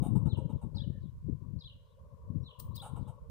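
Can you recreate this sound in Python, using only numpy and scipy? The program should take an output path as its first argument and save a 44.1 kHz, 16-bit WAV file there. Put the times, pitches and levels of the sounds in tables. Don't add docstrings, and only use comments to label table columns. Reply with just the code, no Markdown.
import sys
import numpy as np
from scipy import signal
from scipy.fft import rfft, irfft
from scipy.io import wavfile
from scipy.ndimage import uniform_filter1d

SR = 44100
rng = np.random.default_rng(int(sys.argv[2]) if len(sys.argv) > 2 else 0)


def store_wav(level_fs):
    pcm = np.round(np.clip(np.atleast_2d(level_fs), -1, 1) * 32767)
    wavfile.write(sys.argv[1], SR, pcm.T.astype(np.int16))


N = 145530

# (time [s], level [dB]); the left one is raised by LEFT_BOOST_DB
GUSTS_LEFT = [(0.0, -28.5), (0.05, -40), (0.14, -34), (0.16, -32.5), (0.2, -38.5), (0.27, -32),
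              (0.28, -36.5), (0.52, -40), (0.56, -31.5), (0.61, -63), (0.64, -35.5), (0.72, -47.5),
              (0.76, -39), (0.85, -43), (0.87, -37.5), (1.01, -50), (1.06, -41), (1.11, -52.5),
              (1.18, -52.5), (1.2, -54.5), (1.3, -33.5), (1.36, -48), (1.54, -39.5), (1.57, -41.5),
              (1.61, -59.5), (1.77, -57.5), (1.82, -65.5), (1.99, -65), (2.03, -56), (2.09, -62),
              (2.13, -50.5), (2.19, -57.5), (2.36, -37.5), (2.39, -40.5), (2.42, -39.5), (2.55, -69),
              (2.59, -54.5), (2.72, -43.5), (2.86, -54), (2.94, -41.5), (2.98, -45.5), (3.0, -37.5),
              (3.09, -46.5), (3.19, -56.5), (3.27, -55), (3.3, -61)]
GUSTS_RIGHT = [(0.0, -55), (0.12, -48.5), (0.48, -70), (0.52, -64), (0.58, -47.5), (0.88, -68.5),
               (0.96, -49), (1.1, -60), (1.18, -43.5), (1.24, -57.5), (1.6, -71), (1.64, -55),
               (1.78, -50.5), (1.92, -62), (2.04, -48), (2.18, -65), (2.22, -48.5), (2.38, -55.5),
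               (2.54, -65.5), (2.6, -80), (2.66, -36), (2.72, -58.5), (3.18, -57), (3.28, -43)]
# (frequency [Hz], density [dB per Hz])
WIND_COLOUR_LEFT = [(8.8, -49), (15, -20), (38, -3.5), (86, 7), (134, 8.5), (389, -19), (557, -27),
                    (708, -49), (900, -44), (1170, -59.5), (1980, -120)]
WIND_COLOUR_RIGHT = [(15, -8), (80, 9), (150, -4), (250, -25), (500, -42.5), (900, -64.5)]
# (centre [s], level [dB], pitch [Hz], direction [+1 dips then rises, -1 rises then dips])
THUMPS = [(0.028, -14, 199, 1), (0.065, -10, 206, 1), (0.089, -7, 146, 1), (0.156, -14, 207, -1),
          (0.261, -4.5, 140, 1), (0.388, -12, 213, 1), (0.503, -17.5, 187, -1), (0.561, -19, 90.3, 1),
          (0.645, -22, 160, -1), (0.82, -11, 124, 1), (0.879, -20, 150, -1), (1.298, -8.5, 173, 1),
          (1.566, -16, 102, 1), (2.305, -15.5, 157, -1), (2.36, -10, 160.5, 1), (3.014, -19, 169, -1)]
# (time [s], low band [dB], high band [dB])
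MOAN_LEVELS = [(0.0, -74, -63), (0.09, -66.5, -64.5), (0.35, -59, -74.5), (0.51, -55.5, -78),
               (0.63, -68.5, -70.5), (0.76, -66, -86.5), (0.92, -67, -84), (1.07, -84.5, -77.5),
               (1.28, -84, -81), (1.44, -77.5, -79.5), (1.75, -72.5, -83.5), (1.88, -75.5, -79),
               (2.0, -70.5, -78.5), (2.23, -62, -72.5), (2.37, -68.5, -74), (2.59, -67.5, -65.5),
               (2.97, -64.5, -67), (3.3, -66, -73.5)]
# (centre [Hz], width [Hz], left over right [dB])
MOAN_BANDS = [(515, 145, 4), (1035, 189, 10.5)]
# (frequency [Hz], density [dB per Hz])
HISS_COLOUR = [(180, -59), (300, -26), (546, 0.5), (713, -28), (994, -23.5), (1150, -22), (1210, -37),
               (1410, -12.5), (1780, -21.5), (16000, -27.5)]
# (start [s], time from start to fading [s], throat level [dB],
# breath against throat [dB], throat pitch [Hz])
CHUCKS = [(0.016, 0.057, -51.5, -5, 793), (.148, 0.019, -52.5, -4.5, 903), (0.25, 0.027, -55.5, -6, 871),
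          (0.364, 0.028, -53.5, -11, 902), (0.487, 0.029, -57, -9, 935), (0.607, 0.028, -58, -7.5, 888),
          (0.737, 0.044, -65, -8, 902), (2.815, 0.062, -53, -1, 848), (2.953, 0.03, -53.5, -8, 893),
          (3.069, 0.03, -56, -6, 906)]
# (centre [Hz], width [Hz], relative level [dB])
MOUTH = [(604, 240, -2.5), (1300, 233, -9), (2265, 190, -26), (2956, 530, -15), (3727, 190, -17),
         (5190, 1300, -29.5), (6760, 610, -24), (8150, 730, -13), (8990, 1100, -12.5), (10680, 960, -17),
         (15300, 5100, -12)]
# (time from start [s], pitch [Hz], relative level [dB])
WARBLE = [(0, 3912, -10.5), (.008, 4455, -1.5), (.014, 5025, -3), (.019, 4925, 2), (.024, 4302, 4.5),
          (0.031, 3717, 11), (0.033, 3880, -10), (.039, 3921, 15), (.045, 3342, -0.5), (0.048, 3120, -14.5),
          (.054, 3290, 1), (0.063, 3445, 12), (.07, 3650, 0), (.078, 3833, 8.5), (0.083, 4017, 4),
          (0.089, 3492, -13), (.093, 3037, -0.5), (.101, 2960, -4.5), (0.106, 2860, -33)]
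SLUR = [(0, 4300, -25), (.012, 3900, -10), (.024, 4100, -3.5), (.036, 3950, 5), (.05, 3550, 6.5),
        (.065, 2950, -2.5), (.07, 3237, -25.5), (.075, 3195, 3), (0.086, 2785, 2), (.096, 3050, -7.5),
        (0.104, 3447, -1.5), (.11, 3087, -4), (0.115, 2820, -7), (0.125, 2790, -26)]
# (start [s], level [dB], left over right [dB])
WARBLE_CALLS = [(0.745, -57.5, 6), (1.584, -62, 5), (2.741, -57.5, 6)]
SLUR_CALLS = [(.273, -59.5, 5), (1.621, -59, 4), (2.43, -59.5, 2)]
# (frequency [Hz], time to die by 60 dB [s])
YARD_RINGING = [(500, 0.1), (1500, 0.96), (2900, 0.59), (3400, 0.49), (4200, 0.55), (5200, 0.23),
                (7000, 0.35), (15000, 0.39)]
# (start [s], length [s], pitch [Hz], level [dB])
FUZZY_TONES = [(0.767, 0.099, 1700, -78.5), (0.88, 0.16, 1760, -81.5), (2.409, .05, 5500, -85)]
# (peak time [s], level [dB], rise time [s])
TICKS = [(2.6, -34.5, 0.0036), (2.758, -42, 0.0034), (2.765, -40, 0.0028)]
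# (frequency [Hz], density [dB per Hz])
TICK_COLOUR = [(710, -36), (1200, -13), (1660, -32), (1970, -19), (2270, -62), (2780, -15.5), (3640, -12),
               (7840, -16), (8450, -5), (12500, -18), (15800, 6.5)]

LEFT_BOOST_DB, LUMP_DB, LUMP_S = 6.5, 3.5, 0.011
BRIGHTEN = 0.64
THUMP_CYCLES, THUMP_DB = 0.44, -9
MOAN_SAME, MOAN_FLUTTER_DB = 0.36, 3
HISS_DB = -84.5

CHUCK_RISE_S, CHUCK_FALL_S, THROAT_WIDTH_HZ, CHUCK_WET_DB = 0.013, 0.015, 131, -9.5
DULLING, DULL_ABOVE_HZ = 0.78, 10000
BREATH_GRAIN_DB, MOUTH_SHIFT_DB = 1.5, 2.5

LEFT_LAGS = (15, 7)
WARBLE_RASP, SLUR_RASP = 0.17, 0.3
UPPER_HZ, UPPER_DB, UPPER_AT_S, UPPER_S = 604, -9.5, 0.017, 0.007
SHADE_DB_PER_KHZ = -6.5
WALL_S, WALL_DBS, WALL_DB_PER_KHZ = 0.03, (-13, 2), 8
FAR_WALL_S, FAR_WALL_DB = 0.225, -27.5
SCATTER_S, FAR_SCATTER_S, TWIGS_DB = 0.009, 0.07, -13
BIRD_WET_DB, UPPER_YARD_DB_PER_KHZ = -7.5, 5
YARD_SWING = 0.23

TICK_FALL_S, TICK_TAIL_DB, TICK_TAIL_S, TICK_PAN_DB = 0.004, -13, 0.04, 8
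EDGE_HZ = 15600


def amp(db):
    return 10 ** (np.asarray(db) / 20)


def evened(x):
    return x / np.sqrt(np.mean(x ** 2) + 1e-20)


def over_time(table, column=1):
    columns = np.transpose(table)
    return np.interp(np.arange(N) / SR, columns[0], columns[column])


def read(points, hz):
    f, value = np.transpose(points)
    return np.interp(np.log(hz + 1), np.log(f + 1), value)


def coloured(x, spectrum):
    n = x.shape[-1]
    gain = amp(read(spectrum, np.fft.rfftfreq(n, 1 / SR)))
    return irfft(rfft(x) * gain, n)


def add(mix, s, sound):
    part = mix[..., round(s * SR):][..., :sound.shape[-1]]
    part += sound[..., :part.shape[-1]]


def resonate(x, hz, width):
    edges = [max(hz - width / 2, 20), min(hz + width / 2, 21000)]
    return signal.sosfilt(signal.butter(3, edges, "bandpass", fs=SR, output="sos"), x)


def lumps(seconds):
    size = max(round(seconds * SR), 2)
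    smooth = uniform_filter1d(rng.standard_normal(N), size)
    return evened(uniform_filter1d(smooth, size))


def pan(db):
    return amp(np.array([[db / 2], [-db / 2]]))


def yard(x):
    taps = np.zeros((2, SR))
    at = np.arange(200, SR - 20, 20) + rng.integers(0, 20, (2, (SR - 201) // 20))
    np.put_along_axis(taps, at, rng.choice([-1., 1.], at.shape), 1)
    hz, t, bands = signal.stft(taps, SR, nperseg=256)
    dying = amp(-60 * t / read(YARD_RINGING, hz)[:, None])
    tail = signal.istft(bands * dying, SR, nperseg=256)[1]
    return signal.fftconvolve(x[None], tail / np.linalg.norm(tail[0]), axes=1)[:, :N]


def scattered(x, seconds=SCATTER_S):
    size = round(seconds * SR)
    taps = rng.standard_normal((3, size)) * (rng.random((3, size)) < .03)
    taps = (taps[0] + .5 * taps[1:]) * np.hanning(size)
    return signal.fftconvolve(x, taps / np.linalg.norm(taps, axis=1, keepdims=True), axes=1)


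def wind():
    out = np.zeros((2, N))
    ports = ((over_time(GUSTS_LEFT) + LEFT_BOOST_DB, WIND_COLOUR_LEFT),
             (over_time(GUSTS_RIGHT), WIND_COLOUR_RIGHT))
    low_pass = signal.butter(2, 170, fs=SR, output="sos")
    for port, (gust_db, colour) in enumerate(ports):
        lumpy = rng.standard_normal(N) * amp(LUMP_DB * lumps(LUMP_S))
        turbulence = evened(coloured(lumpy, colour))
        low = signal.sosfiltfilt(low_pass, turbulence)
        brightness = amp(BRIGHTEN * (gust_db - gust_db.max() + 14))
        out[port] = amp(gust_db) * (low + (turbulence - low) * brightness)
    t = np.arange(-600, 600) / SR
    for s, db, hz, direction in THUMPS:
        swell = np.exp(-(hz * t / THUMP_CYCLES) ** 2)
        thump = direction * np.sin(2 * np.pi * hz * t) * swell
        add(out[0], s + t[0], amp(db + THUMP_DB) * thump)
    return out


def moans():
    out = np.zeros((2, N))
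    for column, (hz, width, pan_db) in enumerate(MOAN_BANDS, 1):
        a, b = rng.standard_normal((2, N))
        right = MOAN_SAME * a + np.sqrt(1 - MOAN_SAME ** 2) * b
        band = evened(resonate(np.array([a, right]), hz, width))
        level_db = over_time(MOAN_LEVELS, column) + MOAN_FLUTTER_DB * lumps(0.017)
        out += band * pan(pan_db) * amp(level_db)
    return out


def hiss():
    air = coloured(rng.standard_normal((2, N)), HISS_COLOUR)
    return amp(HISS_DB) * air / np.std(resonate(air, 8500, 14000))


def squirrel():
    dry = np.zeros((2, N))
    t = np.arange(round(.16 * SR)) / SR
    rise = np.sin(np.pi / 2 * np.minimum(t / CHUCK_RISE_S, 1)) ** 2
    for start, hold, db, breath_db, throat_hz in CHUCKS:
        shape = rise * np.exp(-np.maximum(t - hold, 0) / CHUCK_FALL_S)
        air = rng.standard_normal((3, len(t)))
        breath = np.zeros((2, len(t)))
        for hz, width, level in MOUTH:
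            port_air = air[0] + air[1:] * (0.17 + 1.4 * (hz > 2000))
            level_db = level + MOUTH_SHIFT_DB * rng.standard_normal()
            if hz > DULL_ABOVE_HZ:
                level_db += DULLING * breath_db
            breath += amp(level_db) * evened(resonate(port_air, hz, width))
        throat = evened(resonate(air[0], throat_hz, THROAT_WIDTH_HZ))
        grain_db = BREATH_GRAIN_DB * lumps(0.0011)[:len(t)]
        add(dry, start, amp(db) * shape * (throat + amp(breath_db + grain_db) * breath))
    return dry + amp(CHUCK_WET_DB) * yard(dry[0])


def birds():
    dry, to_yard = np.zeros((2, N)), np.zeros(N)
    kinds = zip((WARBLE, SLUR), (WARBLE_CALLS, SLUR_CALLS), LEFT_LAGS, WALL_DBS,
                (amp(UPPER_DB), 0), (WARBLE_RASP, SLUR_RASP))
    for syllable, calls, lag, wall_db, upper, roughness in kinds:
        s, hz, level = np.transpose(syllable)
        t = np.arange(0, s[-1], 1 / SR)
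        pitch, level = np.interp(t, s, hz), np.interp(t, s, level)
        khz = pitch / 1000
        phase = 2 * np.pi * np.cumsum(uniform_filter1d(pitch, size=150)) / SR
        upper_swell = upper * np.exp(-((t - UPPER_AT_S) / UPPER_S) ** 2)
        tone = np.sin(phase) + upper_swell * np.sin(phase + 2 * np.pi * UPPER_HZ * t)
        tone *= signal.windows.tukey(len(t), .08)
        left_shade = amp(SHADE_DB_PER_KHZ * np.maximum(khz - 4.2, 0))
        wall_gain = amp(wall_db + WALL_DB_PER_KHZ * (khz - 5))
        yard_db = YARD_SWING * level + UPPER_YARD_DB_PER_KHZ * np.maximum(khz - 4, 0)
        for start, db, pan_db in calls:
            rough = np.convolve(rng.standard_normal(len(t)), np.hanning(130), "same")
            raspy = tone * (1 + roughness * evened(rough))
            voice = amp(db + level) * raspy * pan(pan_db)
            swapped = voice[::-1]
            add(dry[0], start + lag / SR, voice[0] * left_shade)
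            add(dry[1], start, voice[1])
            add(dry, start, amp(TWIGS_DB) * scattered(swapped))
            add(dry, start + WALL_S, scattered(wall_gain * swapped))
            add(dry, start + FAR_WALL_S, amp(FAR_WALL_DB) * scattered(voice, FAR_SCATTER_S))
            add(to_yard, start, amp(db + yard_db) * raspy)
    return dry + amp(BIRD_WET_DB) * yard(to_yard)


def fuzzy_tones():
    out = np.zeros((2, N))
    for start, length, hz, db in FUZZY_TONES:
        size = round(length * SR)
        band = evened(resonate(rng.standard_normal(4 * SR // 10), hz, 130))
        add(out, start, amp(db) * signal.windows.tukey(size, .8) * band[-size:])
    return out


def ticks():
    out, t = np.zeros((2, N)), np.arange(-.012, .16, 1 / SR)
    after = np.maximum(t, 0)
    fall = np.exp(-after / TICK_FALL_S) + amp(TICK_TAIL_DB) * np.exp(-after / TICK_TAIL_S)
    for s, db, rise in TICKS:
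        shape = np.exp(np.minimum(t, 0) / rise) * fall
        noise = evened(coloured(rng.standard_normal((2, len(t))), TICK_COLOUR))
        add(out, s + t[0], amp(db) * shape * noise)
    return out * pan(TICK_PAN_DB)


def scene():
    return wind() + moans() + hiss() + squirrel() + birds() + fuzzy_tones() + ticks()


def record(dry):
    low_pass = signal.firwin(1023, EDGE_HZ, window=("kaiser", 9), fs=SR)
    return signal.oaconvolve(dry, low_pass[None], "same")


dry = scene()
out = record(dry)
store_wav(out)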